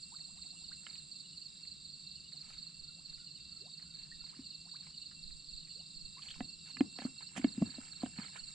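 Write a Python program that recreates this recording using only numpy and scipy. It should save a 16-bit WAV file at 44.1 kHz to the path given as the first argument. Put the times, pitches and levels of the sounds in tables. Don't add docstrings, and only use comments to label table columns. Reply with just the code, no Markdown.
import sys
import numpy as np
from scipy import signal
from scipy.fft import rfft, irfft, next_fast_len
from scipy.io import wavfile
from scipy.ndimage import map_coordinates

SR = 44100
rng = np.random.default_rng(int(sys.argv[2]) if len(sys.argv) > 2 else 0)


def wrap_up_sound(samples):
    columns = np.atleast_2d(samples).T
    tamed = np.clip(columns, -1, 1)
    steps = np.round(tamed * 32767).astype(np.int16)
    wavfile.write(sys.argv[1], SR, steps)


N = 376594

# (start t/s, chirps)
NEAR_CHIRP_RUNS = [(-.05, 1), (.168, 2), (.647, 2), (1.123, 3), (1.857, 1), (2.075, 3), (2.802, 2),
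                   (3.272, 2), (3.741, 1), (3.954, 7), (5.717, 3), (6.452, 3), (7.188, 2), (7.667, 3),
                   (8.399, 1)]
# (start t/s, chirps)
RIVAL_CHIRP_RUNS = [(1.956, 3), (2.663, 5), (3.867, 5), (5.154, 3), (5.866, 1), (6.153, 4)]
SLOW_CHIRP_TIMES = [0.571, 1.26, 2.179, 3.199, 4.352, 4.952, 5.63, 6.599, 7.289, 8.25]
# (t/s, cricket level/dB, bush cricket level/dB)
CHORUS_LEVELS = [(0, -53, -62), (1.1, -51.5, -63), (1.4, -51.5, -65.5), (3.6, -53, -67.5),
                 (5.5, -52, -65.5), (6.7, -53, -64.5), (7.4, -56.5, -63), (8.54, -54.5, -61)]
# (t/s, level/dB)
TRILL_LEVELS = [(0, -70), (1, -70.5), (2, -72), (4.5, -71), (5.8, -71), (6.5, -65.5), (8.54, -67)]
# (crest t/s, length t/s, froth and droplet level/dB, spray level/dB)
SLOSHES_AND_SCRAPES = [(0.897, 0.088, -62.5, -74), (2.504, 0.11, -62.5, -71), (3.1, .07, -73, -79),
                       (3.826, 0.047, -66, -85), (4.004, 0.1, -68, -92), (4.297, 0.14, -67, -80),
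                       (4.86, .06, -65.5, -94), (6.286, 0.14, -59.5, -69), (6.688, .05, -60, -68),
                       (7.027, 0.06, -52.5, -67), (7.217, 0.019, -55.5, -74), (7.374, 0.012, -44, -50.5),
                       (7.387, 0.062, -60, -89), (7.71, 0.51, -62, -78), (8.044, 0.043, -54.5, -73),
                       (8.223, 0.084, -51, -74.5), (8.365, .045, -53, -73.5), (8.484, 0.097, -66.5, -77)]
# (start t/s, bubbles, start f/Hz, rise f/Hz, level/dB)
SURFACING_BUBBLES = [(0.117, 1, 800, 600, -46.5), (.19, 7, 603, 1005, -61), (0.71, 1, 1204, 1454, -48.5),
                     (2.326, 1, 506, 1300, -61.5), (2.959, 1, 473, 1200, -61), (3.6, 1, 325, 790, -52.5),
                     (4.115, 1, 1733, 190, -43.5), (4.325, 1, 910, 1420, -54), (4.654, 1, 636, 1660, -57),
                     (4.735, 1, 835, 1710, -49), (4.8, 2, 732, 1130, -63.5), (5.755, 1, 405, 610, -56),
                     (6.168, 1, 973, 250, -44.5), (8.248, 1, 1226, 1000, -50), (8.37, 1, 1260, 400, -48)]
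# (t/s, thump f/Hz, thump level/dB, knock level/dB, click level/dB)
CONTACTS = [(.866, 260, -80, -59, -39), (4.39, 257, -42, -79, -62.5), (6.405, 237, -32, -34, -41),
            (6.768, 249, -63, -62, -42.5), (6.806, 273, -16.5, -31, -35), (6.987, 263, -43.5, -38, -39.5),
            (7.018, 221, -43, -42, -61), (7.05, 247, -27.5, -38.5, -64), (7.363, 256, -49, -39.5, -41.5),
            (7.376, 210, -34.5, -36, -41), (7.393, 265, -34.5, -47, -49), (7.443, 265, -17.5, -30, -33.5),
            (7.578, 238, -29, -53, -63), (7.615, 230, -25, -46, -65), (7.621, 226, -17.5, -28, -50),
            (7.782, 249, -38.5, -45, -74), (8.033, 250, -27, -30.5, -68), (8.06, 265, -49, -42, -45.5),
            (8.186, 206, -34.5, -50, -45)]
# (f/Hz, level/dB, 60 dB decay t/s)
WALL_MODES = [(687, 8, 0.031), (573, 4, 0.027), (1047, 1.5, 0.021)]
# (f/Hz, level/dB, 60 dB decay t/s)
CLICK_MODES = [(1160, -3, 0.014), (1766, -6.5, 0.028), (2096, -6.5, 0.032), (2636, -6, 0.025),
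               (3050, 1, 0.0086)]
# (t/s, ring f/Hz, level/dB)
LOUD_DROPS = [(.955, 2820, -44), (6.222, 3070, -40.5), (6.285, 3100, -35), (6.305, 3110, -34.5),
              (6.342, 2430, -43.5)]
# (crest t/s, length t/s, level/dB)
AIR_PUFFS = [(4.14, .1, -63), (5.546, 0.085, -54.5), (6.04, 0.1, -54.5), (6.406, 0.1, -56.5)]
# (f/Hz, level/dB)
CRICKET_SPECTRUM = [(2900, -54), (3400, -16.5), (3720, -7), (4100, 1), (4500, 2.5), (4850, -8.5),
                    (5150, -16.5), (5700, -42)]
# (f/Hz, level/dB)
BUSH_SPECTRUM = [(5500, -45.5), (6600, -20.5), (7100, -2), (7550, 4), (7850, 0.5), (8050, -8.5),
                 (8450, -15.5), (9300, -32.5), (11000, -53.5)]
# (f/Hz, level/dB)
DRONE_SPECTRUM = [(20, -35), (60, -16.5), (85, -19.5), (115, -14), (140, 1), (160, 5), (205, -3),
                  (255, -11.5), (320, -13.5), (410, -34.5), (600, -24), (1000, -46)]
# (f/Hz, level/dB)
HISS_SPECTRUM = [(100, 10.5), (400, 7), (620, -9), (740, -6.5), (900, -4.5), (1150, 3), (1700, -4),
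                 (3200, 5), (6000, 1.5), (9000, -1), (11500, -31), (15000, -45)]
# (f/Hz, level/dB)
FROTH_SPECTRUM = [(200, -18), (600, 5.5), (1300, -11), (2200, 9), (3200, 10.5), (5000, -13.5), (9000, -39)]
# (f/Hz, level/dB)
SPRAY_SPECTRUM = [(1500, -7.5), (4000, 0.5), (7000, 10), (9500, 3.5), (13000, -24), (16000, -31.5)]
RUMBLE_SPECTRUM = [(20, -14.5), (45, -6), (70, 5.5), (110, -6.5), (200, -21)]  # (f/Hz, level/dB)
PUFF_SPECTRUM = [(10, -1), (28, -6.5), (48, -8.5), (120, -27.5), (300, -57)]  # (f/Hz, level/dB)
# (f/Hz, level/dB)
RUB_SPECTRUM = [(25, -16.5), (70, -10.5), (140, -0.5), (270, 1.5), (400, -18.5), (700, -28.5),
                (1500, -32.5)]

TOP_HZ = 15500
NEAR_BEAT_S, RIVAL_BEAT_S, BEATS_PER_CHIRP = .0428, .0416, 6
NEAR_DB, RIVAL_DB, CHIRP_SCATTER_DB = -46.1, -52.3, .5
BIRD_START_S, BIRD_EVERY_S, BIRD_DB = 2.82, .34, -77.5
BUBBLE_CYCLES, BUBBLE_EVERY_S = 28, .082
STRAY_DRIPS_PER_S, STRAY_HZ, STRAY_DB = 2.5, 2400, -56
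RUB_DB, RUB_GROWS, RUB_LAG_S, RUB_S = -41, 0.56, 0.02, 0.073
BREEZE_DB, BREEZE_SWING_DB = -79.5, 9


def amp(db):
    return 10 ** (np.asarray(db) / 20)


def unit(x):
    return x / np.sqrt(np.mean(x ** 2) + 1e-20)


def curves(rows):
    s, *cols = np.transpose(rows)
    return [np.interp(np.arange(N) / SR, s, c) for c in cols]


def wobble(rate):
    coarse = np.arange(0, N + 16, 16)
    knots = rng.standard_normal(int(N * rate / SR) + 4)
    smooth = map_coordinates(knots, [coarse * rate / SR])
    return np.interp(np.arange(N), coarse, smooth)


def swell(s, length):
    return np.exp(-2 * np.minimum(((np.arange(N) / SR - s) / length) ** 2, 20))


def filtered(x, response):
    size = next_fast_len(N + SR // 4)
    spectrum = rfft(x, size) * response(np.fft.rfftfreq(size, 1 / SR))
    return irfft(spectrum, size)[..., :N]


def colour(x, spectrum):
    f, db = np.transpose(spectrum)
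    return unit(filtered(x, lambda hz: amp(np.interp(np.log(hz + 1), np.log(f), db, right=-120))))


def add(track, s, sound):
    at = round(s * SR) + np.arange(len(sound))
    inside = (at >= 0) & (at < N)
    track[at[inside]] += sound[inside]


def tone(hz):
    return np.sqrt(2) * np.sin(2 * np.pi * (np.cumsum(hz) / SR + rng.random()))


def narrow(centre_hz, width_hz):
    phase = 2 * np.pi * centre_hz * np.arange(N) / SR
    return unit(wobble(width_hz) * np.cos(phase) + wobble(width_hz) * np.sin(phase))


def place(x, pan_db, lag_ms):
    side = np.array([[.5], [-.5]])
    return amp(side * pan_db) * filtered(x, lambda hz: np.exp(2j * np.pi * side * hz * lag_ms / 1000))


def foliage(x, wet_db, t60):
    t = np.arange(SR // 2) / SR
    tail = rng.standard_normal((2, len(t))) * amp(-60 * t / t60)
    tail = tail / np.linalg.norm(tail[0])
    return amp(wet_db) * signal.fftconvolve(x[None], tail, axes=1)[:, :N]


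def chirp_times(runs, beat_s, db):
    return [(s + k * BEATS_PER_CHIRP * beat_s, db + CHIRP_SCATTER_DB * rng.normal())
            for s, count in runs for k in range(count)]


def chirps(rows, pitch_hz, fall_hz, length, spacing, rasp, count):
    track, u = np.zeros(N), np.linspace(-1, 1, int(length * SR))
    stroke = np.cos(np.pi * u / 2) ** 2
    for s, db in rows:
        for k in range(count):
            pitch = pitch_hz * (1 + 0.0057 * rng.normal()) - fall_hz / 2 * (u + 0.32 * u ** 2)
            level = amp(db + 0.33 * rng.normal())
            add(track, s + k * spacing - length / 2, level * stroke * tone(pitch))
    return track * amp(rasp * wobble(400))


def field_crickets():
    near = chirps(chirp_times(NEAR_CHIRP_RUNS, NEAR_BEAT_S, NEAR_DB), pitch_hz=4370, fall_hz=780,
                  length=.032, spacing=NEAR_BEAT_S, rasp=1.5, count=3)
    rival = chirps(chirp_times(RIVAL_CHIRP_RUNS, RIVAL_BEAT_S, RIVAL_DB), pitch_hz=4450, fall_hz=880,
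                   length=.024, spacing=RIVAL_BEAT_S, rasp=1.2, count=3)
    direct = place(near, pan_db=-5, lag_ms=-.024) + place(rival, pan_db=-3, lag_ms=-.02)
    return amp(-1.8) * direct + foliage(near + rival, wet_db=-11, t60=.2)


def regular_rows(period, jitter_s, db):
    starts = (np.arange(int(N / SR / period) + 2) - rng.random()) * period
    return [(s + jitter_s * rng.normal(), db) for s in starts]


def far_crickets():
    quick = chirps(regular_rows(.27, .017, -58), pitch_hz=3889, fall_hz=756,
                   length=.018, spacing=.024, rasp=1.5, count=6)
    high = chirps(regular_rows(.21, .018, -61), pitch_hz=4780, fall_hz=655,
                  length=.038, spacing=.042, rasp=.91, count=4)
    slow = chirps([(s, -69.5) for s in SLOW_CHIRP_TIMES], pitch_hz=2882, fall_hz=287,
                  length=.065, spacing=.087, rasp=.68, count=3)
    slow = slow * narrow(0, 130)
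    crowd = amp(curves(CHORUS_LEVELS)[0] - 5.5 + 1.2 * wobble(30))
    blur = colour(rng.standard_normal((3, N)), CRICKET_SPECTRUM) * crowd
    direct = place(quick + high + blur[0], pan_db=-2.5, lag_ms=-.015) + place(slow, pan_db=6, lag_ms=0)
    return direct + amp(-15) * blur[1:] + foliage(quick + high, wet_db=-5.5, t60=.12)


def tree_crickets():
    level = amp(curves(TRILL_LEVELS)[0])
    voices = narrow(2722, 32) + amp(-5) * narrow(2715, 90) + amp(-8) * tone(2724 + 6 * wobble(6))
    whistle = unit(voices)
    octave = amp(-8.5) * narrow(5422, 42)
    return place(level * whistle, pan_db=4, lag_ms=-.011) + place(level * octave, pan_db=-6, lag_ms=.033)


def bush_crickets():
    strokes = np.cumsum(108 + 1.2 * wobble(8)) / SR
    clicks = unit(np.diff(np.floor(strokes), prepend=0))
    spread = unit(foliage(clicks, wet_db=0, t60=.03)[0])
    rasp = unit(amp(2.9 * tone(205 + 12 * wobble(30))) * rng.standard_normal(N))
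    near = colour(amp(1.5) * spread + rasp, BUSH_SPECTRUM)
    far = colour(rng.standard_normal((2, N)), BUSH_SPECTRUM)
    throb = .8 * tone(6.3 + .7 * wobble(3))
    level = amp(curves(CHORUS_LEVELS)[1] + 2.5 + throb)
    return level * (place(near, pan_db=-10, lag_ms=-.057) + amp(-2) * far)


def evening_air():
    low = colour(rng.standard_normal((2, N)), DRONE_SPECTRUM)
    width = filtered(low[1], lambda hz: np.minimum(hz / 350, 1))
    drone = amp(-66 + 0.26 * wobble(1.6)) * (low[0] + np.array([width, -width]))
    rumble = amp(-75 + 4.2 * wobble(14)) * colour(rng.standard_normal(N), RUMBLE_SPECTRUM)
    hiss = amp(-69 + 0.27 * wobble(19)) * colour(rng.standard_normal((2, N)), HISS_SPECTRUM)
    gusts = sum(amp(db) * swell(s, length) for s, length, db in AIR_PUFFS)
    breeze = amp(BREEZE_DB + BREEZE_SWING_DB * wobble(8.5))
    puffs = (gusts + breeze) * colour(rng.standard_normal((2, N)), PUFF_SPECTRUM)
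    return drone + rumble + hiss + puffs * amp([[-6], [4]])


def droplets(rate, pitch_hz, cycles, scatter_db):
    draws = np.clip(rng.standard_normal((int(rate * N / SR), 2)), -2, 2)
    t = np.arange(SR // 80) / SR
    hz = pitch_hz * np.exp(draws[:, :1] / 3)
    age = hz * t / cycles
    rise = 1 + 0.037 * np.minimum(age, 5)
    rings = amp(scatter_db * draws[:, 1:]) * np.exp(-age) * np.sin(2 * np.pi * hz * t * rise)
    at = rng.integers(0, N, len(draws))[:, None] + np.arange(len(t))
    return unit(np.bincount(at.ravel(), rings.ravel(), N)[:N])


def sloshes_and_scrapes():
    body = sum(amp(db) * swell(s, length) for s, length, db, _ in SLOSHES_AND_SCRAPES)
    spray = sum(amp(db) * swell(s, length) for s, length, _, db in SLOSHES_AND_SCRAPES)
    froth = colour(rng.standard_normal(N) * amp(4.5 * wobble(250)), FROTH_SPECTRUM)
    drops = droplets(rate=700, pitch_hz=1900, cycles=3, scatter_db=7)
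    mist = colour(rng.standard_normal(N) * amp(6 * wobble(300)), SPRAY_SPECTRUM)
    clumps = amp(2.5 * wobble(110) - .7)
    ripples = amp(-93 + 4.6 * wobble(7)) * drops
    surges = body * (amp(-14) * froth + amp(-9) * drops) + spray * mist
    mix = clumps * surges + ripples
    return place(mix, pan_db=-9.5, lag_ms=-.027) + foliage(mix, wet_db=-2, t60=.081)


def bubbles():
    track = np.zeros(N)
    for s, count, start_hz, rise_hz, db in SURFACING_BUBBLES:
        u = np.linspace(0, 1, int(BUBBLE_CYCLES / start_hz * SR))
        envelope = np.abs(np.sin(np.pi * u)) ** 0.25
        for k in range(count):
            end_hz = start_hz + rise_hz * np.exp(.12 * rng.normal())
            pitch = 1 / ((1 - u) / start_hz + u / end_hz)
            add(track, s + k * BUBBLE_EVERY_S, amp(db) * envelope * tone(pitch))
    flutter = 3.5 * wobble(300)
    track = track * amp(-16.5 + flutter)
    return place(track, pan_db=-3.5, lag_ms=-.02) + foliage(track, wet_db=-6, t60=.14)


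def drips():
    track, t = np.zeros(N), np.arange(SR // 50) / SR
    strays = [(rng.uniform(0, N / SR), STRAY_HZ * np.exp(.2 * rng.normal()), STRAY_DB + 3 * rng.normal())
              for _ in range(int(STRAY_DRIPS_PER_S * N / SR))]
    envelope = (1 - np.exp(-t / 0.00021)) * amp(-60 * t / 0.0076)
    for s, hz, db in LOUD_DROPS + strays:
        for k in range(3):
            pitch = hz * np.exp(0.15 * k * rng.normal())
            ping = envelope * np.sin(2 * np.pi * pitch * t * (1 + 8 * t))
            add(track, s + k * rng.uniform(.002, .0061), amp(db - 2.6 * k) * ping)
    return place(track, pan_db=-1.5, lag_ms=-.02) + foliage(track, wet_db=-3, t60=.17)


def ring(modes, attack):
    t, sound = np.arange(SR // 8) / SR, 0
    for hz, db, t60 in modes:
        decay = amp(db + rng.normal() - 60 * t / t60)
        sound = sound + decay * np.sin(2 * np.pi * hz * (1 + 0.059 * rng.normal()) * t)
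    sound = sound * (1 - np.exp(-(t / attack) ** 2))
    return sound / np.abs(sound).max()


def handling():
    thumps, walls, clicks, rub_power = np.zeros((4, N))
    t = np.arange(SR // 4) / SR
    envelope = amp(-60 * t / 0.03) * (1 - np.exp(-(t / 0.0063) ** 2))
    for s, thump_hz, thump_db, knock_db, click_db in CONTACTS:
        thump = envelope * np.sin(2 * np.pi * thump_hz * t)
        add(thumps, s, amp(thump_db) * thump / np.abs(thump).max())
        add(walls, s, amp(knock_db - 3.5) * ring(WALL_MODES, attack=0.00089))
        add(clicks, s, amp(click_db + 0.5) * ring(CLICK_MODES, attack=0.0008))
        rub_power += (amp(RUB_DB + RUB_GROWS * thump_db) * swell(s + RUB_LAG_S, RUB_S)) ** 2
    rub = colour(rng.standard_normal(N), RUB_SPECTRUM) * np.sqrt(rub_power) * amp(1.9 * wobble(25))
    direct = place(thumps, pan_db=0, lag_ms=.071) + place(walls, pan_db=-4.5, lag_ms=.071)
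    direct = direct + place(clicks, pan_db=-12, lag_ms=0)
    return direct + foliage(thumps + walls + clicks, wet_db=-20, t60=.28) + rub


def far_bird(count=5):
    track, u = np.zeros(N), np.linspace(0, 1, int(.1 * SR))
    arch = np.sin(np.pi * u)
    for k in range(count):
        pitch = (1280 + 130 * arch) * (1 + 0.026 * rng.normal())
        add(track, BIRD_START_S + k * BIRD_EVERY_S, arch * tone(pitch))
    return foliage(track * narrow(0, 120), wet_db=BIRD_DB, t60=.074)


def scene():
    insects = field_crickets() + far_crickets() + tree_crickets() + bush_crickets()
    water_and_scrapes = sloshes_and_scrapes() + bubbles() + drips()
    return insects + evening_air() + water_and_scrapes + handling() + far_bird()


def record(dry):
    return filtered(dry, lambda hz: hz < TOP_HZ)


dry = scene()
out = record(dry)
wrap_up_sound(out)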